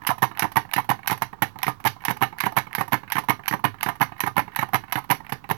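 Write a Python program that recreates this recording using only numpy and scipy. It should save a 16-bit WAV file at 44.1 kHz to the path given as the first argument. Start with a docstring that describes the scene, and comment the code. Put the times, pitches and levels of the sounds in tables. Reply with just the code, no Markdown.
"""A hand works the lever of a small card punch on a table, about three strokes a second.
Going down the pawl ticks, the pins snap through the card and the lever bottoms; coming up it slams
on its stop and bounces. Each knock is a burst of noise that sets table, casing and lever ringing, while
loose parts sizzle and a small room echoes. Only the right microphone works, over a steady murmur;
the left input carries its own faint hiss."""
import sys
import numpy as np
from scipy import signal
from scipy.fft import rfft, irfft
from scipy.io import wavfile
from scipy.ndimage import uniform_filter1d

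SR = 44100
rng = np.random.default_rng(int(sys.argv[2]) if len(sys.argv) > 2 else 0)


def wav_record(signal):
    """Record a signal, one row per channel, as 16-bit PCM in the file named by sys.argv[1]."""
    frames = np.transpose(np.atleast_2d(signal))
    bounded = np.clip(frames, -1, 1)
    # unit amplitude maps onto the largest positive 16-bit level
    quanta = np.round(bounded * 32767).astype(np.int16)
    wavfile.write(sys.argv[1], SR, quanta)


def invert_db(level):
    """Linear amplitude ratio for a level in decibels (20 dB per decade), elementwise."""
    return 10 ** (np.asarray(level, dtype=float) / 20)


N = 245621  # samples in the scene
RING = 8192  # samples that one knock may last


def coloured(shape, points):
    """Noise along the last axis whose spectrum follows (f/Hz, level/dB) points, scaled to rms 1."""
    hz, db = np.transpose(points)
    f = np.maximum(np.fft.rfftfreq(shape[-1], 1 / SR), 1)
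    gain = invert_db(np.interp(np.log(f), np.log(hz), db))
    noise = irfft(rfft(rng.standard_normal(shape)) * gain, shape[-1])
    return noise / np.std(noise)


def fade(t60, size):
    """Exponential decay, 60 dB down after t60 seconds."""
    return np.exp(-np.log(1000) * np.arange(size) / SR / t60)


def high_pass(x, hz):
    """Steep low cut."""
    return signal.sosfilt(signal.butter(6, hz, "high", fs=SR, output="sos"), x)


def band(x, low_hz, high_hz):
    """Steep band-pass."""
    return signal.sosfilt(signal.butter(3, (low_hz, high_hz), "band", fs=SR, output="sos"), x)


def hiss():
    """Faint hiss of the dead input; a little of its square makes the wave lopsided."""
    # colour of the hiss: (f/Hz, level per Hz/dB)
    hiss_colour = [(30, -1), (60, 5), (130, 7), (300, 3), (800, -1), (2000, -5), (3000, -9), (4500, -16),
                   (6500, -20), (9000, -17), (12000, -16), (15000, -18)]
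    noise = coloured((N,), hiss_colour)
    return invert_db(-65.7) * (noise - 0.08 * (noise ** 2 - 1))


def murmur():
    """Steady low murmur under the knocks: coloured noise."""
    # colour of the murmur: (f/Hz, level per Hz/dB)
    murmur_colour = [(25, -53), (40, -3.5), (60, -10.5), (130, -4.5), (300, -15), (600, -29.5),
                     (1000, -13.5), (2500, -33.5), (6000, -43), (12000, -55), (16000, -37)]
    return invert_db(-48.5) * coloured((N,), murmur_colour)


def kind(rows, ms, table_db=None, sizzle_db=None):
    """One kind of knock shares a contact length; table follows casing and sizzle follows lever, unless listed."""
    s, casing_db, lever_db, *own = np.transpose(rows)
    table = own[0] if table_db is None else casing_db + table_db
    sizzle = own[0] if sizzle_db is None else lever_db + sizzle_db
    return np.array([s, table, casing_db, lever_db, sizzle, np.full(len(s), ms)])


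def lever_bounces():
    """The lever bounces back softly about 0.1 s after a slam."""
    # bounces: (t/s, casing level/dB, lever level/dB)
    bounces = [(.0182, -40.5, -40), (.3131, -35, -40), (.6502, -39.5, -42.5), (.9898, -39.5, -44.5),
               (1.3289, -33.5, -40), (1.3863, -47.5, -62), (1.5576, -35, -47), (1.9631, -40.5, -54),
               (2.3258, -34, -43.5), (2.669, -37.5, -39.5), (3.0327, -36.5, -43), (3.393, -38.5, -42.5),
               (3.7412, -40.5, -44), (4.1202, -34.5, -41), (4.4777, -34.5, -41.5), (4.8376, -37.5, -40.5),
               (5.203, -36, -43), (5.4412, -38, -41)]
    return kind(bounces, ms=3.2, table_db=-5, sizzle_db=-14)


def pawl():
    """On the down stroke the pawl meets the rack, slips along a tooth and drops in."""
    # dull tick on the rack: (t/s, casing level/dB, lever level/dB)
    meets = [(.3496, -49, -41.5), (.691, -46, -45), (1.0306, -49, -39), (1.602, -44, -47),
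             (2.0047, -55, -44.5), (2.3638, -43, -55), (2.708, -44, -44), (3.077, -52, -39.5),
             (3.4354, -47, -41), (3.7847, -57, -46), (4.091, -44, -49), (4.1634, -45, -47),
             (4.518, -53, -43.5), (4.8804, -45, -43.5), (5.2454, -46, -44.5)]
    # slip along the tooth: (t/s, casing level/dB, lever level/dB)
    slips = [(.0344, -40, -46), (.3646, -42, -54), (1.0454, -43, -53), (2.0198, -45, -48),
             (2.3785, -43, -48), (2.7228, -45, -57), (3.0928, -47, -61), (3.4535, -44, -48),
             (3.8035, -43, -47), (4.178, -50, -44), (4.533, -45, -49), (4.8968, -46, -49),
             (5.2935, -37.5, -35)]
    # sharp click as it drops in: (t/s, casing level/dB, lever level/dB)
    clicks = [(.3737, -39.5, -32), (.7133, -43, -35.5), (1.5887, -37.5, -37), (2.3855, -50, -33.5),
              (2.7302, -52, -32.5), (3.1016, -39, -32.5), (3.459, -46, -34.5), (3.8099, -44, -31),
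              (5.2666, -44, -41)]
    return np.hstack([
        kind(meets, ms=3.46, table_db=-12, sizzle_db=-15),
        kind(slips, ms=4.67, table_db=-9, sizzle_db=-6.5),
        kind(clicks, ms=0.44, table_db=-9.5, sizzle_db=-5.5)])


def pins():
    """The pins touch the card and snap through; on the up stroke they pull free."""
    # first touch: (t/s, casing level/dB, lever level/dB)
    touches = [(.0496, -36, -37.5), (.3835, -34, -40), (.724, -36, -43), (1.0602, -37, -39),
               (1.6183, -43, -39), (2.0386, -36, -40), (2.391, -54, -35), (2.7368, -39, -41),
               (3.1108, -38, -42), (3.4686, -50, -38), (4.1942, -38, -41), (4.549, -53, -39),
               (4.9126, -49, -43)]
    # snap through the card: (t/s, casing level/dB, lever level/dB, sizzle level/dB)
    snaps = [(.0664, -25, -28, -22.5), (.0714, -27, -51, -17.5), (.393, -25, -39, -18),
             (.7343, -24.5, -25.5, -19.5), (1.0739, -24.5, -30, -18), (1.6298, -21.5, -45, -20.5),
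             (2.0501, -24.5, -29, -21.5), (2.4033, -24.5, -27, -20), (2.7499, -26.5, -26, -20),
             (3.1199, -24, -30, -17.5), (3.4791, -23, -59, -16), (3.829, -23, -26, -17),
             (4.2042, -23, -25, -17.5), (4.56, -24, -25, -20), (4.9231, -23, -22.5, -20.5)]
    # pull out of the card: (t/s, casing level/dB, lever level/dB)
    pulls = [(.181, -34, -43.5), (.5172, -36.5, -42.5), (.8437, -39.5, -48), (1.1749, -41, -44),
             (1.8006, -41, -50), (2.1675, -34.5, -44.5), (2.5216, -32.5, -45), (2.8788, -32, -43),
             (3.237, -33.5, -46.5), (3.593, -36, -50), (3.954, -40, -46.5), (4.312, -44, -61),
             (4.6867, -35, -47.5), (5.0409, -40.5, -48)]
    return np.hstack([
        kind(touches, ms=0.76, table_db=-22.5, sizzle_db=-12),
        kind(snaps, ms=2.4, table_db=-20),
        kind(pulls, ms=4.3, table_db=-10.5, sizzle_db=1.9)])


def bottom_of_stroke():
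    """The pin block lands, the lever grinds on and bottoms, and the casing settles."""
    # pin block lands on the die and thumps the table:
    # (t/s, casing level/dB, lever level/dB, table level/dB)
    lands = [(.0903, -24, -21.5, -23), (.422, -27, -18.5, -24.5), (.7622, -28.5, -21, -24.5),
             (1.0975, -24, -25, -31), (1.6656, -32, -24, -29), (2.0819, -21.5, -20.5, -24.5),
             (2.4364, -25.5, -21, -26), (2.7818, -28, -23.5, -24.5), (3.1538, -27.5, -24.5, -25),
             (3.5105, -31, -24, -25.5), (3.8609, -26.5, -23.5, -25), (4.2361, -25, -23, -24),
             (4.5895, -23, -19.5, -24), (4.9553, -27, -21, -23)]
    # lever bottoms: (t/s, casing level/dB, lever level/dB, table level/dB)
    bottoms = [(.1023, -17, -27.5, -54), (.4407, -20.5, -30, -23.5), (.7837, -18, -28.5, -25.5),
               (1.1153, -18.5, -30.5, -22), (1.6794, -17.5, -26, -22), (2.1059, -19.5, -26, -24),
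               (2.4627, -16.5, -27, -23.5), (2.8084, -17.5, -25.5, -25), (3.1819, -18, -24.5, -26.5),
               (3.5366, -19, -26, -23.5), (3.8859, -19.5, -24.5, -28.5), (4.2728, -19.5, -29, -28),
               (4.627, -17.5, -28.5, -27.5), (4.9779, -24, -42, -52)]
    # casing settles: (t/s, casing level/dB, lever level/dB)
    settles = [(.1125, -18, -36), (.4496, -19.5, -45), (.7957, -21.5, -40), (1.1251, -23, -30),
               (1.6873, -31, -41), (1.6959, -26, -42.5), (3.8948, -24, -38.5), (4.9844, -25, -42)]
    # lever grinds on: (t/s, casing level/dB, lever level/dB)
    grinds = [(.4285, -23, -38), (.7794, -19.5, -29), (1.1063, -30, -25), (2.0913, -47, -31),
              (2.101, -23, -33), (2.4477, -58, -35), (2.4556, -38, -28.5), (2.792, -31, -30),
              (3.165, -23, -23.5), (3.5241, -26, -26), (3.8694, -28, -34), (4.2619, -27.5, -27),
              (4.61, -42, -31), (4.6197, -35, -31.5), (4.969, -29, -33.5)]
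    return np.hstack([
        kind(lands, ms=3.04, sizzle_db=-9),
        kind(bottoms, ms=4.7, sizzle_db=-3),
        kind(settles, ms=3.82, table_db=-30, sizzle_db=1.5),
        kind(grinds, ms=5.1, table_db=-19, sizzle_db=-5)])


def top_stop():
    """At the end of the up stroke the lever ticks, grazes its stop, slams on it and shudders."""
    # tick just ahead of the stop: (t/s, casing level/dB, lever level/dB)
    lead_ticks = [(.2155, -52, -57), (1.214, -44, -50), (1.842, -41, -39.5), (2.2092, -38, -41),
                  (2.5591, -44, -49), (2.9152, -54, -50), (4.0002, -40, -40), (4.3587, -41, -51),
                  (4.7266, -46, -54), (5.0928, -42, -44), (5.4913, -36, -40.5)]
    # lever grazes its stop: (t/s, casing level/dB, lever level/dB)
    grazes = [(.2205, -20.5, -25), (.5575, -20, -28), (.8909, -17.5, -26.5), (1.8503, -15.5, -25),
              (2.2145, -18.5, -31.5), (2.5657, -15.5, -23), (2.9214, -20, -26), (3.2859, -17.5, -25),
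              (3.6409, -15, -23.5), (4.0062, -16.5, -29), (4.3661, -17, -24), (4.7333, -19, -26),
              (5.1005, -17.5, -23), (5.4988, -24, -30.5)]
    # slam: (t/s, casing level/dB, lever level/dB, table level/dB)
    slams = [(.227, -15.5, -17.5, -18.5), (.5665, -15.5, -18.5, -20.5), (.8991, -18, -21, -20),
             (1.2202, -18, -23.5, -28), (1.4208, -19.5, -17.5, -20), (1.8589, -18, -22.5, -21.5),
             (2.2225, -16.5, -20.5, -20.5), (2.5739, -18.5, -19, -23), (2.9296, -20, -18, -19),
             (3.2943, -31, -18.5, -19), (3.6488, -19.5, -18.5, -20.5), (4.0135, -18, -17, -20.5),
             (4.3782, -18, -19.5, -19.5), (4.7427, -18.5, -17.5, -20.5), (5.1075, -25, -17.5, -19.5),
             (5.3216, -23.5, -26.5, -24.5), (5.5096, -17, -23, -20.5)]
    # shudder against the stop: (t/s, casing level/dB, lever level/dB)
    shudders = [(.2371, -13.5, -23.5), (.5747, -16, -25.5), (.9098, -16, -26), (1.2458, -60, -50),
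                (1.4283, -18, -25), (1.8683, -20, -22), (2.2321, -18.5, -21.5), (2.5811, -20.5, -23),
                (2.94, -15.5, -22), (3.3032, -15, -22.5), (4.0246, -16, -21.5), (4.39, -17.5, -22.5),
                (4.4195, -52, -51), (4.7524, -18.5, -24), (5.1162, -15, -25), (5.147, -48, -36),
                (5.5225, -40, -51)]
    return np.hstack([
        kind(lead_ticks, ms=0.2, table_db=0.5, sizzle_db=-2),
        kind(grazes, ms=3.53, table_db=-11, sizzle_db=-1.9),
        kind(slams, ms=3.85, sizzle_db=-3),
        kind(shudders, ms=4.87, table_db=-38, sizzle_db=-4.0)])


def lever_clinks():
    """Now and then the lever, freed when the pins snap through, clinks."""
    # clinks: (t/s, casing level/dB, lever level/dB)
    clinks = [(.4022, -37, -29), (1.6413, -59, -27), (2.4146, -47, -33), (3.13, -45, -30)]
    return kind(clinks, ms=2.6, table_db=-17, sizzle_db=-30)


def ring(modes, contact, damping):
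    """Each contact sets the modes going; where it lands shifts their weights and tuning."""
    detune, scatter_db, tick_tilt_db = 0.025, 3.0, 2
    hz, db, t60 = np.transpose(modes)
    chance = rng.standard_normal((len(contact), 2, len(modes)))
    t = np.arange(RING, dtype=np.float32) / SR
    out = np.zeros((len(contact), RING), np.float32)
    for k in range(len(modes)):
        bent = (2 * np.pi * hz[k] * (1 + detune * chance[:, 0, k, None])).astype(np.float32)
        decay = np.exp((-np.log(1000) * damping / t60[k]).astype(np.float32) * t)
        # brief contacts favour high modes: tilt per octave and per doubling of the damping
        tilt_db = tick_tilt_db * np.log2(damping) * np.log2(hz[k] / hz[0])
        weight = invert_db(db[k] + tilt_db + scatter_db * chance[:, 1, k, None]).astype(np.float32)
        out += weight * decay * np.sin(bent * t)
    return signal.fftconvolve(out, contact, axes=1)[:, :RING]


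def place(rows, times, db, span_s):
    """Adds each row at its knock's time, its rms level set over its first span_s seconds."""
    out = np.zeros(N + RING)
    rms = np.sqrt(np.mean(rows[:, :int(span_s * SR)] ** 2, axis=1))
    for row, s, gain in zip(rows, times, invert_db(db) / rms):
        start = max(int(s * SR) - 20, 0)  # a row begins 20 samples early
        out[start:start + RING] += gain * row
    return out[:N]


def loose_parts(rise, damping):
    """Loose parts chatter on after a knock: fading noise grains of very uneven size."""
    level_db, t60_s, grain_db = -12, 0.16, 8.5  # damping shortens the fade
    grains = rng.standard_normal(rise.shape) * invert_db(grain_db * rng.standard_normal(rise.shape))
    return invert_db(level_db) * rise * fade(t60_s, rise.shape[1]) ** damping * grains / np.std(grains)


def table_thump(s, table_db, t, chatter, damping):
    """The heavy table feels nearly the same short smooth push every time, plus some chatter."""
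    # what rings in the table: (f/Hz, level/dB, t60/s at damping 1)
    table_modes = [(103.2, -7.5, 0.45), (134.6, 5, 0.1), (168.3, 2, 0.12), (207.3, 6, 0.053),
                   (257.6, 1.5, 0.048), (289.3, -12, 0.088), (346.6, -14, 0.056), (400, -8.5, 0.077),
                   (478, -4.5, 0.021), (516, -25, 0.043)]
    push = np.tile(t * np.exp(-t / 0.00026), (len(s), 1))
    thump = place(ring(table_modes, push, np.ones_like(damping)), s, table_db, 0.016)
    # the chatter also shakes the upper table modes
    shaken = band(ring(table_modes, chatter, damping), 287.0, 800)
    return thump + place(shaken, s, table_db - 8.5, 0.011)


def casing_ring(s, casing_db, t, tau, chatter, damping):
    """The casing is squeezed before steel meets steel, so its ring starts ahead and builds up smoothly."""
    # what rings in the casing: (f/Hz, level/dB, t60/s at damping 1)
    casing_modes = [(810, -24, 0.036), (806, 9.5, 0.026), (895, -1, 0.066), (898, 4.5, 0.033),
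                    (972, 9, 0.022), (985, -17, 0.047), (1002, 8.5, 0.023), (1113, 3.5, 0.016),
                    (1150, -17, 0.0083), (1205, -4, 0.12), (1334, 3, 0.016)]
    squeeze = chatter * fade(0.21, len(t)) * (1 - np.exp(-(t / (0.85 * tau)) ** 2))
    rows = band(ring(casing_modes, squeeze, damping), 735, 1297)
    lead = 0.784 * tau[:, 0]
    return place(rows, s - lead, casing_db, 0.013)


def lever_ring(s, lever_db, chatter, damping):
    """The chatter makes the steel lever ring in the middle treble."""
    # what rings in the lever: (f/Hz, level/dB, t60/s at damping 1)
    lever_modes = [(1488, -7, 0.022), (1528, -7, 0.068), (1780, -8, 0.0083), (1772, 2.5, 0.038),
                   (1854, 13.5, 0.011), (2090, -9, 0.0072), (2150, -5.5, 0.076), (2165, 4.5, 0.02),
                   (2510, -7, 0.022), (2660, -13.5, 0.039), (2800, -8.5, 0.039), (2820, -10.5, .012),
                   (3450, -31, 0.0037), (3830, 0.5, 0.01), (4210, -5, 0.018)]
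    return place(band(ring(lever_modes, chatter, damping), 1300, 3520), s, lever_db, 0.01)


def steel_sizzle(s, sizzle_db, t, tau, shape, damping):
    """Small steel parts rasp: bright noise in uneven grains, with a tail after each contact."""
    # colour of the rasp, lifted near 12 kHz by the microphone port: (f/Hz, level per Hz/dB)
    rasp_colour = [(1500, 14), (3000, 3), (4500, -7), (5200, -13), (5900, 0), (7000, -27), (8500, -17),
                   (10000, -3), (12200, 7), (14000, -0.5), (16000, -23.5)]
    # change of the sizzle along the card: (t/s, level/dB)
    along_card = [(0, 0.5), (1.7, 3), (2.9, 0), (3.9, -1.5), (4.7, -0.5), (5.57, 2)]
    t60_s, crunch_db, crunch_s = 0.038, 5, 0.0008  # damping shortens the tail
    tail = (1 - np.exp(-t / (0.6 * tau))) * fade(t60_s, len(t)) ** damping
    crunch = uniform_filter1d(rng.standard_normal(shape.shape), int(crunch_s * SR), axis=1)
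    grains = invert_db(crunch_db * crunch / np.std(crunch))
    envelope = (shape + invert_db(9) * tail) * (1 - np.exp(-t / (0.24 * tau))) * grains
    rasp = coloured(shape.shape, rasp_colour) * envelope
    rasp = np.pad(rasp, ((0, 0), (0, RING - len(t))))
    level_db = sizzle_db + np.interp(s, *np.transpose(along_card))
    return place(high_pass(rasp, 1720), s, level_db, 0.0055)


def punch():
    """Short bursts of chatter drive table, casing and lever; the loose parts sizzle."""
    knocks = np.hstack([lever_bounces(), pawl(), pins(), bottom_of_stroke(), top_stop(), lever_clinks()])
    s, table_db, casing_db, lever_db, sizzle_db, ms = knocks
    t = np.arange(RING // 2) / SR
    tau = ms[:, None] / 1000  # contact length in seconds
    rise = 1 - np.exp(-t / (0.44 * tau))
    shape = rise * np.exp(-t / (1.075 * tau))
    shape = shape / shape.max(axis=1, keepdims=True)
    # a light, brief tick moves small parts only: they ring and rattle for a shorter time
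    damping = np.clip(0.0022 / tau, 1, 7)
    chatter = shape * rng.standard_normal(shape.shape) + loose_parts(rise, damping)
    body = table_thump(s, table_db, t, chatter, damping)
    body = body + casing_ring(s, casing_db, t, tau, chatter, damping)
    body = body + lever_ring(s, lever_db, chatter, damping)
    return body + steel_sizzle(s, sizzle_db, t, tau, shape, damping)


def room(x):
    """Dense echoes that build up over a few ms and die band by band."""
    # bands of the room: (f/Hz, t60/s, level/dB)
    room_bands = [(131, 0.24, 0.5), (503, 0.12, 6), (920, 0.21, -8), (2300, 0.14, -5), (4700, 0.2, 5),
                  (7700, 0.17, 0), (11800, 0.17, -3)]
    level_db, onset_s = -11, 0.0023
    size = int(0.6 * SR)
    hz, t60, db = np.transpose(room_bands)
    f = np.maximum(np.fft.rfftfreq(size, 1 / SR), 1)
    spot = np.interp(np.log(f), np.log(hz), np.arange(len(hz)))
    noise = rfft(rng.standard_normal(size))
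    echo = 0
    for k in range(len(hz)):
        # neighbouring bands cross-fade, their shares adding up to one
        share = irfft(noise * np.maximum(1 - np.abs(spot - k), 0), size)
        echo = echo + invert_db(db[k]) / np.sqrt(t60[k]) * share * fade(t60[k], size)
    echo = echo * (1 - np.exp(-np.arange(size) / SR / onset_s))
    echo = echo / np.sqrt(np.sum(echo ** 2))
    return invert_db(level_db) * signal.fftconvolve(x, echo)[:N]


def scene():
    """The punch and its room reach the right microphone only."""
    near = punch()
    return np.array([np.zeros(N), near + room(near)])


def band_limit(x):
    """A steep low-pass at the top of the band."""
    return signal.sosfilt(signal.butter(12, 16660, fs=SR, output="sos"), x)


def record(dry):
    """The live microphone cuts the bass; the dead input hisses lopsidedly; both carry a tiny offset."""
    # constant shift of each input: (left, right) [full scale = 1]
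    offset = (-.00044, -.0006)
    background = np.array([hiss(), murmur()])
    mix = high_pass(dry, 112) + background + np.array(offset)[:, None]
    return band_limit(mix)


dry = scene()
out = record(dry)
wav_record(out)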